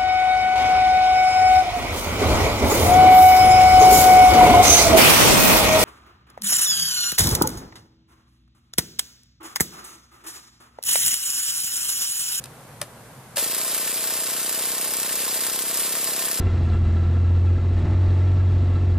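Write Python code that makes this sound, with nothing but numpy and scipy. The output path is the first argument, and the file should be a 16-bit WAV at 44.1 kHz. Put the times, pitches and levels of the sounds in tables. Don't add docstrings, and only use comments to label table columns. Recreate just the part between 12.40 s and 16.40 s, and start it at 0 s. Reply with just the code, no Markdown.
import sys
import numpy as np
from scipy import signal
from scipy.fft import rfft, irfft
from scipy.io import wavfile

SR = 44100
rng = np.random.default_rng(int(sys.argv[2]) if len(sys.argv) > 2 else 0)


def wrap_up_sound(samples):
    columns = np.atleast_2d(samples).T
    tamed = np.clip(columns, -1, 1)
    steps = np.round(tamed * 32767).astype(np.int16)
    wavfile.write(sys.argv[1], SR, steps)


N = 176400
TIME = np.arange(N) / SR
HZ = np.maximum(np.fft.rfftfreq(N, 1 / SR), 1)
FIRST_TURN_S, CUTOFF_HZ = 1.0256, 14200
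# frequency in Hz, coherence from 0 to 1.
CAR_COHERENCE = [(300, 1), (1200, 0.96), (2600, 0.9), (3400, 0.96), (5000, 0.7), (9000, 0.56),
                 (13500, 0.87)]


def gears():
    # time in seconds, level in dB.
    grind = [(.955, -75), (.96, -30.5), (.967, -28), (.971, -30.5), (1.0, -25), (1.03, -27), (1.065, -29.5),
             (1.15, -28.5), (1.7, -29), (2.3, -29.5), (2.7, -28.5), (3.3, -29), (4, -29)]
    # frequency in Hz, relative density in dB.
    colour = [(25, -50), (100, -40), (300, -22.5), (550, -14), (800, -16), (1200, -13), (2300, -13),
              (3500, -11), (6200, -10.5), (8300, -7), (11000, -6), (12500, -2.2), (14000, -0.5)]
    clashes_per_s, spread_db, decay_s, flutter_db = 1500, 0.97, 0.0034, 0.88
    which, age = latest(TIME[rng.random(N) < clashes_per_s / SR])
    teeth = from_db(spread_db * rng.standard_normal(N)[which]) * np.exp(-abs(age) / decay_s)
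    level = from_db(in_time(grind) + flutter_db * drift(rate_hz=27)) * (TIME > grind[0][0])
    return noise(level * rms_one(teeth), colour, CAR_COHERENCE)


def knock(turns):
    timing = (.465, .0005, .0008, .0012)
    # frequency in Hz, relative density in dB.
    edge_colour = [(40, -60), (600, -22), (2000, -15), (4500, -8), (7000, -1), (9500, 1), (14000, 6.5)]
    body_colour = [(40, -50), (250, -24), (600, -5.5), (1500, 1), (2500, -2), (4000, -2), (7000, -9.5),
                   (14000, -29)]
    # time in seconds, extra level in dB.
    hard_knocks = [(1.043, 6.5), (1.148, 6), (1.181, 3), (1.346, 3.5), (2.093, 6), (2.254, 3.5), (2.57, 5),
                   (3.372, 6), (3.645, 5), (3.913, 5)]
    edge = stroke(turns, timing, edge_colour, level_db=-25.5, spread_db=1.5, accents=hard_knocks)
    body = stroke(turns, timing, body_colour, level_db=-33.5, spread_db=1.4)
    return edge + body


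def rasp(turns):
    timing = (.56, .0008, .0044, .0007)
    # frequency in Hz, relative density in dB.
    colour = [(40, -55), (200, -25), (600, -10.5), (2000, -8.5), (5000, -6.5), (6500, -4), (9000, -5),
              (14000, 1.5)]
    return stroke(turns, timing, colour, level_db=-32, spread_db=1.4)


def exhaust(turns):
    # frequency in Hz, bandwidth in Hz, gain in dB.
    pipe = [(138, 4.7, -2.5), (369, 53, -15), (480, 96, -4.5), (656, 13, -6.5), (850, 70, -13),
            (1074, 29, -0.5), (1820, 110, -19)]
    puff_db, spread_db, rise_db_per_s = 3, 0.3, 0.64
    first_extra_db, settle_s = 5.5, 0.051
    times = at_angle(turns, 0)
    age = times - times[0]
    level_db = puff_db + first_extra_db * np.exp(-age / settle_s) + rise_db_per_s * age
    puffs = impulses(times, from_db(level_db + spread_db * rng.standard_normal(N)[:len(age)]))
    silencer = signal.butter(3, [176, 500], "band", fs=SR, output="sos")
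    return resonate(puffs, pipe) - signal.sosfilt(silencer, puffs + 1e-18)


def chassis(metal):
    # frequency in Hz, bandwidth in Hz, gain in dB.
    modes = [(642, 54, 4), (860, 35, -10), (1053, 24, 1), (1780, 67, -11), (2720, 46, -8), (4040, 100, -8),
             (4760, 170, -4), (5180, 160, -8), (6300, 40, -22), (7580, 300, -5), (9460, 310, -11.5),
             (10860, 57, -1), (11100, 49, -10), (11700, 60, -8)]
    return metal + resonate(metal, modes)


def pings():
    # frequency in Hz, bandwidth in Hz, gain in dB.
    loose_parts = [(1803, 90, -6.5), (2640, 100, -7), (3200, 81, -8), (3950, 100, -4), (4720, 150, -2.5),
                   (5200, 110, -3.5), (7560, 97, -1.5), (9080, 150, 5)]
    strikes_per_s, strike_db, spread_db, rise_db_per_s = 20, 6, 2.0, 1.0
    out, age = 0, TIME - FIRST_TURN_S
    for part in loose_parts:
        struck = (rng.random(N) < strikes_per_s / SR) & (age > 0)
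        size = from_db(strike_db + rise_db_per_s * age + spread_db * rng.standard_normal(N))
        out = out + resonate(struck * size, [part])
    return out


def socket():
    # start, attack, hold and decay in seconds, click and thump levels in dB.
    contacts = [(0.0398, 0.00016, 0.00074, 0.0031, -33, -68), (0.0555, 0.0024, .0005, 0.0023, -38.5, -70),
                (0.4141, 0.0013, 0.00076, .0025, -23.5, -26), (0.421, .002, 0.0066, 0.016, -42, -39),
                (.9685, .001, .002, .003, -22.5, -27.5), (.978, 0.0024, 0.0053, 0.012, -26.5, -27.5)]
    # frequency in Hz, relative density in dB.
    click_colour = [(300, -41), (1500, -6.5), (2700, -2), (5000, -0.5), (6800, -3), (9500, 3),
                    (11000, -3.5), (14000, 1.5)]
    # frequency in Hz, bandwidth in Hz, gain in dB.
    housing = [(613, 64, -1), (790, 150, -17), (1030, 160, -12.5), (1270, 140, -17), (1690, 150, -14)]
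    thump_s = .004
    click = thump = 0
    for start, attack, hold, decay, click_db, thump_db in contacts:
        shape = burst(TIME - start, attack, hold, decay)
        click = click + from_db(click_db) * shape
        thump = thump + from_db(thump_db) * shape
    starts, *_, thumps_db = np.transpose(contacts)
    push = impulses(starts + thump_s, from_db(thumps_db) * thump_s * SR)
    clicks = noise(click, click_colour, CAR_COHERENCE)
    rattle = 0.42 * np.sqrt(thump_s * SR) * thump * rng.standard_normal(N)
    return clicks + resonate(push + rattle, housing)


def yard(x):
    # frequency in Hz, phase in radians.
    port_lag = [(100, 0), (2600, 0.12), (3600, 0.08), (4000, 0.77), (5300, 1.1), (7500, 1.3), (9500, 1.65),
                (12000, 2.5), (14000, 3)]
    echo_s, echo_db, wall_cut_hz, balance_db = .01045, -8, 1900, 0.17
    echo = from_db(echo_db) * np.exp(-2j * np.pi * HZ * echo_s) / (1 + 1j * HZ / wall_cut_hz)
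    lag = np.exp(-1j * in_hz(port_lag) * np.array([[1], [0]]))
    half = SR // 10
    response = np.roll(irfft(lag * (1 + echo), N), half, axis=1)[:, :2 * half + 1]
    return signal.fftconvolve(x, response, "same", axes=1) * from_db([[balance_db], [-balance_db]])


def background():
    # frequency in Hz, relative density in dB.
    colour = [(25, -28), (55, -15), (90, -15.5), (110, -2), (135, -1), (170, -10), (230, -11.5), (340, -17),
              (480, -13.5), (950, -16), (1600, -20.5), (2800, -28), (5500, -31), (8400, -29), (9700, -26),
              (11000, -30), (14000, -31)]
    # frequency in Hz, coherence from 0 to 1.
    coherence = [(60, 0.97), (150, 1), (380, 0.89), (950, 0.85), (2400, 0.27), (6000, .05)]
    # time in seconds, relative level in dB.
    level = [(0, -1), (.96, -1.5), (1.06, -13.5), (4, -17)]
    air = noise(0.82, colour, coherence)
    rumble = signal.sosfiltfilt(signal.butter(2, 220, fs=SR, output="sos"), air)
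    swell = from_db(1.5 * drift(rate_hz=13))
    return from_db(in_time(level) - 44) * (air + rumble * (swell - 1))


def stroke(turns, timing, colour, level_db, spread_db, accents=()):
    angle, attack, hold, decay = timing
    times = at_angle(turns, angle)
    offset_db = spread_db * rng.standard_normal(N)[:len(times)]
    for time_s, extra_db in accents:
        offset_db[np.argmin(abs(times - time_s))] = extra_db
    which, age = latest(times)
    envelope = from_db(level_db + offset_db)[which] * burst(age, attack, hold, decay)
    return noise(envelope, colour, CAR_COHERENCE)


def resonate(x, modes):
    out = 0
    for hz, width, db in modes:
        r = np.exp(-np.pi * width / SR)
        feedback = [1, -2 * r * np.cos(2 * np.pi * hz / SR), r * r]
        out = out + from_db(db) * (1 - r * r) / 2 * signal.lfilter([1, 0, -1], feedback, x + 1e-18)
    return out


def noise(envelope, colour, coherence):
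    mid, side = rfft(rng.standard_normal((2, N)) * envelope)
    alike = np.clip(in_hz(coherence), 0, 1)
    gain = rms_one(from_db(in_hz(colour)) * (HZ < CUTOFF_HZ))
    return irfft(gain * (np.sqrt(1 + alike) * mid + np.sqrt(1 - alike) * side * [[1], [-1]]), N)


def burst(age, attack, hold, decay):
    return np.clip(age / attack, 0, 1) * np.exp(-np.maximum(age - attack - hold, 0) / decay)


def drift(rate_hz):
    return rms_one(irfft(rfft(rng.standard_normal(N)) / (1 + (HZ / rate_hz) ** 2), N))


def at_angle(turns, angle):
    return np.interp(np.arange(angle, turns[-1], 1), turns, TIME)


def latest(times):
    which = np.maximum(np.searchsorted(times, TIME) - 1, 0)
    return which, TIME - times[which]


def impulses(times, sizes):
    return np.bincount((times * SR).astype(int), sizes, N)[:N]


def in_time(rows):
    return np.interp(TIME, *np.transpose(rows))


def in_hz(rows):
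    hz, value = np.transpose(rows)
    return np.interp(np.log(HZ), np.log(hz), value)


def from_db(db):
    return 10 ** (np.asarray(db) / 20)


def rms_one(x):
    return x / np.sqrt(np.mean(x ** 2) + 1e-20)


def scene():
    # time in seconds, turns per second.
    speed = [(1.028, 27.618), (1.2, 30.192), (1.6, 30.749), (2.1, 30.959), (2.5, 32.158), (3.0, 31.999),
             (3.35, 33.194), (3.7, 33.386), (4.0, 33.117)]
    turns = np.cumsum(in_time(speed)) / SR
    turns = turns - np.interp(FIRST_TURN_S, TIME, turns)
    metal = knock(turns) + rasp(turns) + gears()
    car = chassis(metal) + pings() + exhaust(turns) + socket()
    return yard(car) + background()


def record(dry):
    low_pass = signal.firwin(601, CUTOFF_HZ, window=("kaiser", 8), fs=SR)
    return signal.fftconvolve(dry, low_pass[None], "same", axes=1)


dry = scene()
out = record(dry)
wrap_up_sound(out)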